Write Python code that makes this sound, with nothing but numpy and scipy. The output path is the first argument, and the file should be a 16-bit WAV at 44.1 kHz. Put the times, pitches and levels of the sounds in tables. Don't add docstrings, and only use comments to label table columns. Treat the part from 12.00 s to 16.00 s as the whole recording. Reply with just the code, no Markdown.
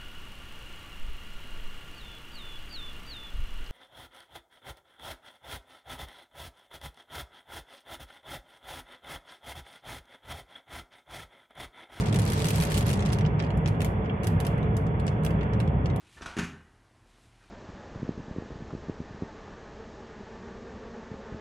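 import sys
import numpy as np
from scipy import signal
from scipy.fft import rfft, irfft
from scipy.io import wavfile

SR = 44100
rng = np.random.default_rng(int(sys.argv[2]) if len(sys.argv) > 2 else 0)


def transcribe(u):
    v = np.clip(np.atleast_2d(u).T, -1, 1)
    q = np.round(v * 32767).astype(np.int16)
    wavfile.write(sys.argv[1], SR, q)


N = 176400
TIME = np.arange(N) / SR

# freq_hz, level_db (per Hz)
ROAD_SPECTRUM = [(20, -64.5), (32, -77.5), (50, -55.5), (80, -51), (150, -48.5), (240, -59), (360, -63.5),
                 (520, -64.5), (900, -69), (1300, -73.5), (2100, -79), (2600, -82.5), (3450, -94),
                 (4000, -114), (6500, -123), (16000, -128)]
# pitch_hz, width_hz, lift_db, pan_db (left minus right)
CABIN_RESONANCES = [(60.14, 4.5, 13, 3.5), (104.6, 29, 5, 0), (141, 7.7, 2, -2), (160.4, 17, 6, -2.5),
                    (202.4, 2.24, 6.5, 12), (205.2, 16.4, 5, -9), (312, 71, 1, -4.5), (433, 54.6, 6.5, 0),
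                    (565.3, 32, 3, 2.5), (732, 78, 3, 1), (936, 32, 6, 7), (1680, 300, 1, -5),
                    (2530, 120, -4.5, 20.5), (3368, 107, 9.5, -19)]
# freq_hz, side_minus_mid_db
ROAD_WIDTH = [(25, -16), (60, -21.5), (125, -26), (200, -29), (300, -6.5), (450, -9.5), (700, -1.5),
              (1100, 1), (1600, 7), (2200, -3), (4000, -0.5)]
# freq_hz, pan_db (left minus right)
ROAD_PAN = [(60, -2), (250, 2), (600, -2.5), (1200, -3), (2200, -1.5), (5000, 3)]
# time_s, level_db
RUMBLE_RIDE = [(0.0, -22), (0.03, -30.5), (0.14, -23), (0.29, -31), (0.6, -25), (0.63, -32), (0.98, -24.5),
               (1.02, -29.5), (1.26, -25.5), (1.53, -33.5), (1.56, -23), (1.64, -34), (1.68, -27),
               (2.24, -33), (2.37, -23.5), (2.39, -29), (3.94, -26), (4.0, -32)]
# time_s, level_db
SPRAY_RIDE = [(0.0, -46), (0.11, -49), (0.65, -46), (0.88, -48.5), (1.58, -51), (2.1, -51.5), (2.6, -47),
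              (2.74, -52.5), (3.11, -52), (3.45, -49), (3.71, -53.5), (4.0, -51.5)]
PANE_MODES_HZ = [4650, 5870, 6500, 7930, 9350, 11400]
# time_s, level_db, treble_db (against that level)
FLURRY_ENVELOPE = [(0.0, -44.5, -5), (0.12, -54, -7), (0.128, -50.5, -6), (0.644, -43.5, 0),
                   (0.692, -52.5, -13), (0.702, -44.5, -1), (0.786, -43, -0.5), (0.852, -60, -20),
                   (0.866, -45, -11), (1.05, -63, -25), (1.06, -47, -7), (1.114, -65, -23), (1.128, -47, 4),
                   (1.176, -64, -25), (1.186, -65, -3), (1.25, -78, -31)]
# freq_hz, gain_db
GRAIN_EQ = [(600, 6), (1300, -24.5), (2300, 7.5), (3200, 7), (4300, 6.5), (8000, -5), (11500, -23.5),
            (14000, -30), (16000, -29.5)]
# freq_hz, gain_db
PELLET_EQ = [(500, -14.5), (1200, 0.5), (1800, 2), (3000, 1.5), (4200, -1), (8000, -2), (11500, 0),
             (14000, -5), (16000, 2)]
# start_s, level_db (before the trim), cutoff_hz,
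# knock_db (midrange lift of the pane), pan_db (left minus right, before PELLET_PAN_SHARE)
PELLET_HITS = [(0.0082, -38.5, 10700, -6, -3), (0.0217, -48, 9300, 3, 6), (0.0591, -42, 9600, 6, 1),
               (0.0847, -43.5, 8000, 2, -4), (0.127, -41, 9900, 6.5, 7), (0.1435, -36.5, 12200, 8, -6),
               (0.1598, -36, 10500, 4, 2), (0.1883, -37, 11700, -1, -2), (0.1953, -35.5, 12200, -3, 2),
               (0.2182, -38, 11900, 0, 5), (0.252, -40, 12900, -6, 0), (0.2629, -45, 10300, 4, 2),
               (0.2768, -39, 11400, 1, 1), (0.3006, -34.5, 12400, -3, -6), (0.3207, -35.5, 11700, 0, 2),
               (0.333, -36, 13200, 2, -3), (0.3687, -45, 10500, -3, -5), (0.393, -36.5, 11700, -3, -6),
               (0.402, -38.5, 10100, 4, -2), (0.4208, -38.5, 11200, 1.5, 2), (0.444, -34.5, 11700, 4.5, 4),
               (0.4551, -34, 12900, 5, 3), (0.4684, -35, 12900, 2, 5), (0.4852, -30.5, 12900, -2.5, -2),
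               (0.5053, -32.5, 12900, 3.5, -2), (0.528, -51, 12400, -2, -6), (0.558, -33, 12400, -5, 3),
               (0.5823, -37.5, 12900, -10, -3), (0.6012, -38, 12900, 6, 5), (0.61, -35, 13800, 3, -6),
               (0.623, -34, 12400, 3, 2), (0.6358, -36, 12900, 4, 1), (0.651, -36, 12900, -2, 4),
               (0.6697, -44, 11900, -7, 6), (0.7004, -43, 11900, 2, 4), (0.7085, -40, 11000, 1, -2),
               (0.719, -36, 12700, 6, 1), (0.7429, -34, 12700, 4, -4), (0.7645, -48, 12200, 7, -1),
               (0.7773, -31, 14700, 2, 0), (0.7919, -40.5, 13500, 3, -4), (0.8085, -38, 12200, 6, 3),
               (0.826, -44, 11700, 4, 6), (0.8598, -44, 10300, -4, -2), (0.8661, -37.5, 12700, -1, -9),
               (0.8818, -38.5, 10000, 2, 1), (0.8921, -36, 12700, 1, 10), (0.902, -36, 11900, 5, -2),
               (0.9125, -38, 12400, 2, 0), (0.9299, -35.5, 11600, 2, 7), (0.9364, -38, 10600, 2, -1),
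               (0.9565, -47, 10700, 5, -4), (0.9725, -49, 9600, -5, 2), (0.993, -44, 8450, 9, 1),
               (1.005, -42, 8900, 4.5, 7), (1.024, -42.5, 7900, 7, -3), (1.052, -42.5, 7300, 0, -4),
               (1.0606, -38.5, 9450, 3, -1), (1.079, -53, 11900, 14, -11), (1.0892, -46, 9300, 6, 0),
               (1.1016, -45, 7000, 6, -6), (1.12, -45, 9900, 4, -3), (1.1256, -49, 11600, 11, 0),
               (1.131, -37.5, 11700, 5, -8), (1.1864, -46, 10100, 12, 1), (1.209, -47.5, 7360, 12, -2),
               (1.25, -54, 5950, 15, -2), (1.262, -41.5, 5650, 1.5, 6), (1.3937, -49.5, 7000, 11, 4),
               (1.4003, -40, 5800, 8.5, -5), (1.4232, -50, 8200, 7, -10), (1.4379, -56.5, 8000, 15, -3),
               (1.446, -57, 8300, 12, 6), (1.4657, -59, 7300, 12, -2), (1.5046, -54.5, 9100, 15.5, -3),
               (1.5723, -49, 11400, -18, 17), (1.6594, -41, 7900, 9.5, 3), (1.676, -42.5, 9500, 2, -8),
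               (1.683, -44.5, 11300, 7, 1), (1.746, -63, 9300, 20, -8), (1.8054, -43, 11400, 9, -3),
               (1.818, -38, 13000, 7, 1), (1.8464, -37, 13600, 4, 3), (1.863, -52, 11700, 10, 0),
               (2.047, -64, 7200, 8, -13), (2.057, -65, 6100, 19, 1), (2.0964, -72, 6000, 30, 4),
               (2.2336, -47, 12000, 11.5, -5), (2.243, -42.5, 11900, 3, 4), (2.27, -34.5, 13800, 3, -3),
               (2.4022, -38.5, 14500, 5, -11), (2.4498, -42, 10300, 5, -3), (2.4671, -38, 12400, 4.5, -1),
               (2.58, -58, 10300, 4, 6), (2.6291, -59.5, 8240, 21, 4), (2.7675, -41, 12600, -2, 5),
               (2.8668, -54, 7800, -1, 8), (2.9982, -52, 10400, 12, 1), (3.0661, -41, 9100, -2, 7),
               (3.0793, -42, 7800, 5, -1), (3.2348, -51.5, 11900, 2, -6), (3.249, -37.5, 14500, -1, -11),
               (3.2634, -42, 10800, 7, -1), (3.3065, -57.5, 11700, 19.5, -1), (3.41, -60.5, 6760, 24.5, -8),
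               (3.4312, -61.5, 9300, 21, -3), (3.534, -50.5, 8140, 11, -9), (3.6012, -43.5, 10700, 12, -3),
               (3.676, -58, 7600, 13, 1), (3.8582, -44.5, 7300, 4.5, 4), (3.9, -58, 6900, 15, 4),
               (3.9608, -49, 14000, 2, 5)]

HIT_SAMPLES = 12288
CRUSH_S, EAR_DELAY_S = 0.00004, 0.0004
RATTLE_S, RATTLE_SHAPE = 0.01, 1.5
PANE_T60_S, PANE_DB, CABIN_T60_S = 0.1, -18.5, 0.28
KNOCK_HZ, KNOCK_OCTAVES = 2410, 0.93
RIPPLE_DB, RIPPLE_HZ = 3.5, 200.2
GRAINS_PER_S, GRAIN_SPREAD_DB = 380, 4
FLURRY_TRIM_DB, TREBLE_TRIM_DB, FLURRY_FADE_DB_PER_S = 3, -4, 127
PELLET_TRIM_DB, PELLET_PAN_SHARE = 12.5, 0.71


def from_db(db):
    return 10 ** (np.asarray(db) / 20)


def at_hz(points, hz):
    freq_hz, value = np.transpose(points)
    return np.interp(np.log(hz + 1e-3), np.log(freq_hz), value)


def in_time(rows):
    time_s, *columns = np.transpose(rows)
    return [np.interp(TIME, time_s, column) for column in columns]


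def panned(db):
    gains = from_db(np.array([db, -db]).reshape(2, -1) / 2)
    return gains / np.sqrt(np.mean(gains ** 2, axis=0))


def cut(x, hz, kind, order):
    return signal.sosfilt(signal.butter(order, min(hz, .45 * SR), kind, fs=SR, output="sos"), x)


def equalise(x, curve_db):
    cepstrum = irfft(np.log(from_db(curve_db)))
    cepstrum[1:] *= 2
    cepstrum[len(cepstrum) // 2:] = 0
    return irfft(rfft(x) * np.exp(rfft(cepstrum)))


def swell(ride, share):
    db, = in_time(ride)
    return from_db(share * (db - np.median(db)))


def road(rumble_hz=240, spray_hz=1320):
    hz = np.arange(N // 2 + 1) * SR / N
    level_db, pan_db = at_hz(ROAD_SPECTRUM, hz), at_hz(ROAD_PAN, hz)
    for pitch_hz, width_hz, lift_db, lean_db in CABIN_RESONANCES:
        peak = 2 ** -(2 * (hz - pitch_hz) / width_hz) ** 2
        level_db += lift_db * peak
        pan_db += lean_db * peak
    mid, side = rfft(rng.standard_normal((2, N)))
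    width = from_db(at_hz(ROAD_WIDTH, hz))
    ears = np.array([mid + width * side, mid - width * side]) / np.sqrt(1 + width ** 2)
    spectrum = ears * panned(pan_db) * from_db(level_db) * np.sqrt(SR / 2)
    low = 1 / (1 + (hz / rumble_hz) ** 4)
    high = 1 - 1 / (1 + (hz / spray_hz) ** 4)
    rumble, roar, hiss = (irfft(spectrum * band, N) for band in (low, 1 - low - high, high))
    return swell(RUMBLE_RIDE, share=0.67) * rumble + roar + swell(SPRAY_RIDE, share=0.8) * hiss


def glass_hit(eq, crack_s, rattle_db, cabin_db, knock_db=0, ripple_db=RIPPLE_DB):
    hz = np.arange(HIT_SAMPLES // 2 + 1) * SR / HIT_SAMPLES
    arrival_s = EAR_DELAY_S * rng.random((2, 1))
    age = np.maximum(np.arange(HIT_SAMPLES) / SR - arrival_s, 0)
    attack = 1 - np.exp(-age / CRUSH_S)
    glass_noise, cabin_noise = rng.standard_normal((2, 2, HIT_SAMPLES)) * attack
    crack = np.exp(-age / crack_s)
    rattle = from_db(rattle_db) * np.exp(-(age / RATTLE_S) ** RATTLE_SHAPE)
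    glass = glass_noise * np.hypot(crack, rattle)
    ring = from_db(rattle_db + PANE_DB - 60 * age / PANE_T60_S)
    for pitch_hz in PANE_MODES_HZ:
        strength, phase = rng.random((2, 2, 1))
        glass += strength * ring * np.sin(2 * np.pi * (pitch_hz * age + phase))
    tail = cabin_noise * from_db(cabin_db - 60 * age / CABIN_T60_S)
    ripple = np.clip(rng.standard_normal(256), -2, 1.5)
    spot_db = ripple_db * np.interp(hz / RIPPLE_HZ, np.arange(256), ripple)
    knock = np.exp(-(np.log2((hz + 1) / KNOCK_HZ) / KNOCK_OCTAVES) ** 2)
    return equalise(equalise(glass, spot_db) + tail, at_hz(eq, hz) + knock_db * knock)


def flurry(spots=16, treble_hz=9300):
    level_db, treble_db = in_time(FLURRY_ENVELOPE)
    level_db -= FLURRY_FADE_DB_PER_S * np.maximum(TIME - FLURRY_ENVELOPE[-1][0], 0)
    sizes = from_db(GRAIN_SPREAD_DB * np.clip(rng.standard_normal(N), -2, 2))
    hits = sizes * (rng.random(N) < GRAINS_PER_S / SR)
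    lands_on = rng.integers(0, spots, N)
    crackle = np.zeros((2, N))
    for spot in range(spots):
        tick = glass_hit(GRAIN_EQ, crack_s=0.00025, rattle_db=-17.5, cabin_db=-32)
        hits_here = hits * (lands_on == spot)
        crackle += signal.oaconvolve(hits_here[None], tick, axes=1)[:, :N]
    body = cut(crackle, treble_hz, "low", order=5)
    treble = cut(crackle, treble_hz, "high", order=5)
    sizzle = from_db(treble_db + TREBLE_TRIM_DB) * treble / treble.std()
    return from_db(level_db + FLURRY_TRIM_DB) * (body / body.std() + sizzle)


def pellets(usual_crack_s=0.0008, usual_rattle_db=-11.5, light_hit_db=-42.5):
    out = np.zeros((2, N + HIT_SAMPLES))
    usual_cutoff_hz = np.median([row[2] for row in PELLET_HITS])
    for start_s, level_db, cutoff_hz, knock_db, pan_db in PELLET_HITS:
        softness = usual_cutoff_hz / cutoff_hz
        crack_s = usual_crack_s * softness ** 0.6
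        rattle_db = usual_rattle_db + 3 * np.log2(softness)
        ripple_db = RIPPLE_DB + 0.19 * max(light_hit_db - level_db, 0)
        hit = glass_hit(PELLET_EQ, crack_s, rattle_db, cabin_db=-25,
                        knock_db=knock_db, ripple_db=ripple_db)
        tick = cut(hit, cutoff_hz, "low", order=4)
        gains = from_db(level_db + PELLET_TRIM_DB) * panned(PELLET_PAN_SHARE * pan_db)
        start = int(start_s * SR)
        out[:, start:start + HIT_SAMPLES] += gains * tick
    return out[:, :N]


def scene():
    return road() + flurry() + pellets()


def record(dry, cutoff_hz=15900):
    return signal.sosfilt(signal.ellip(10, .2, 80, cutoff_hz, fs=SR, output="sos"), dry)


dry = scene()
out = record(dry)
transcribe(out)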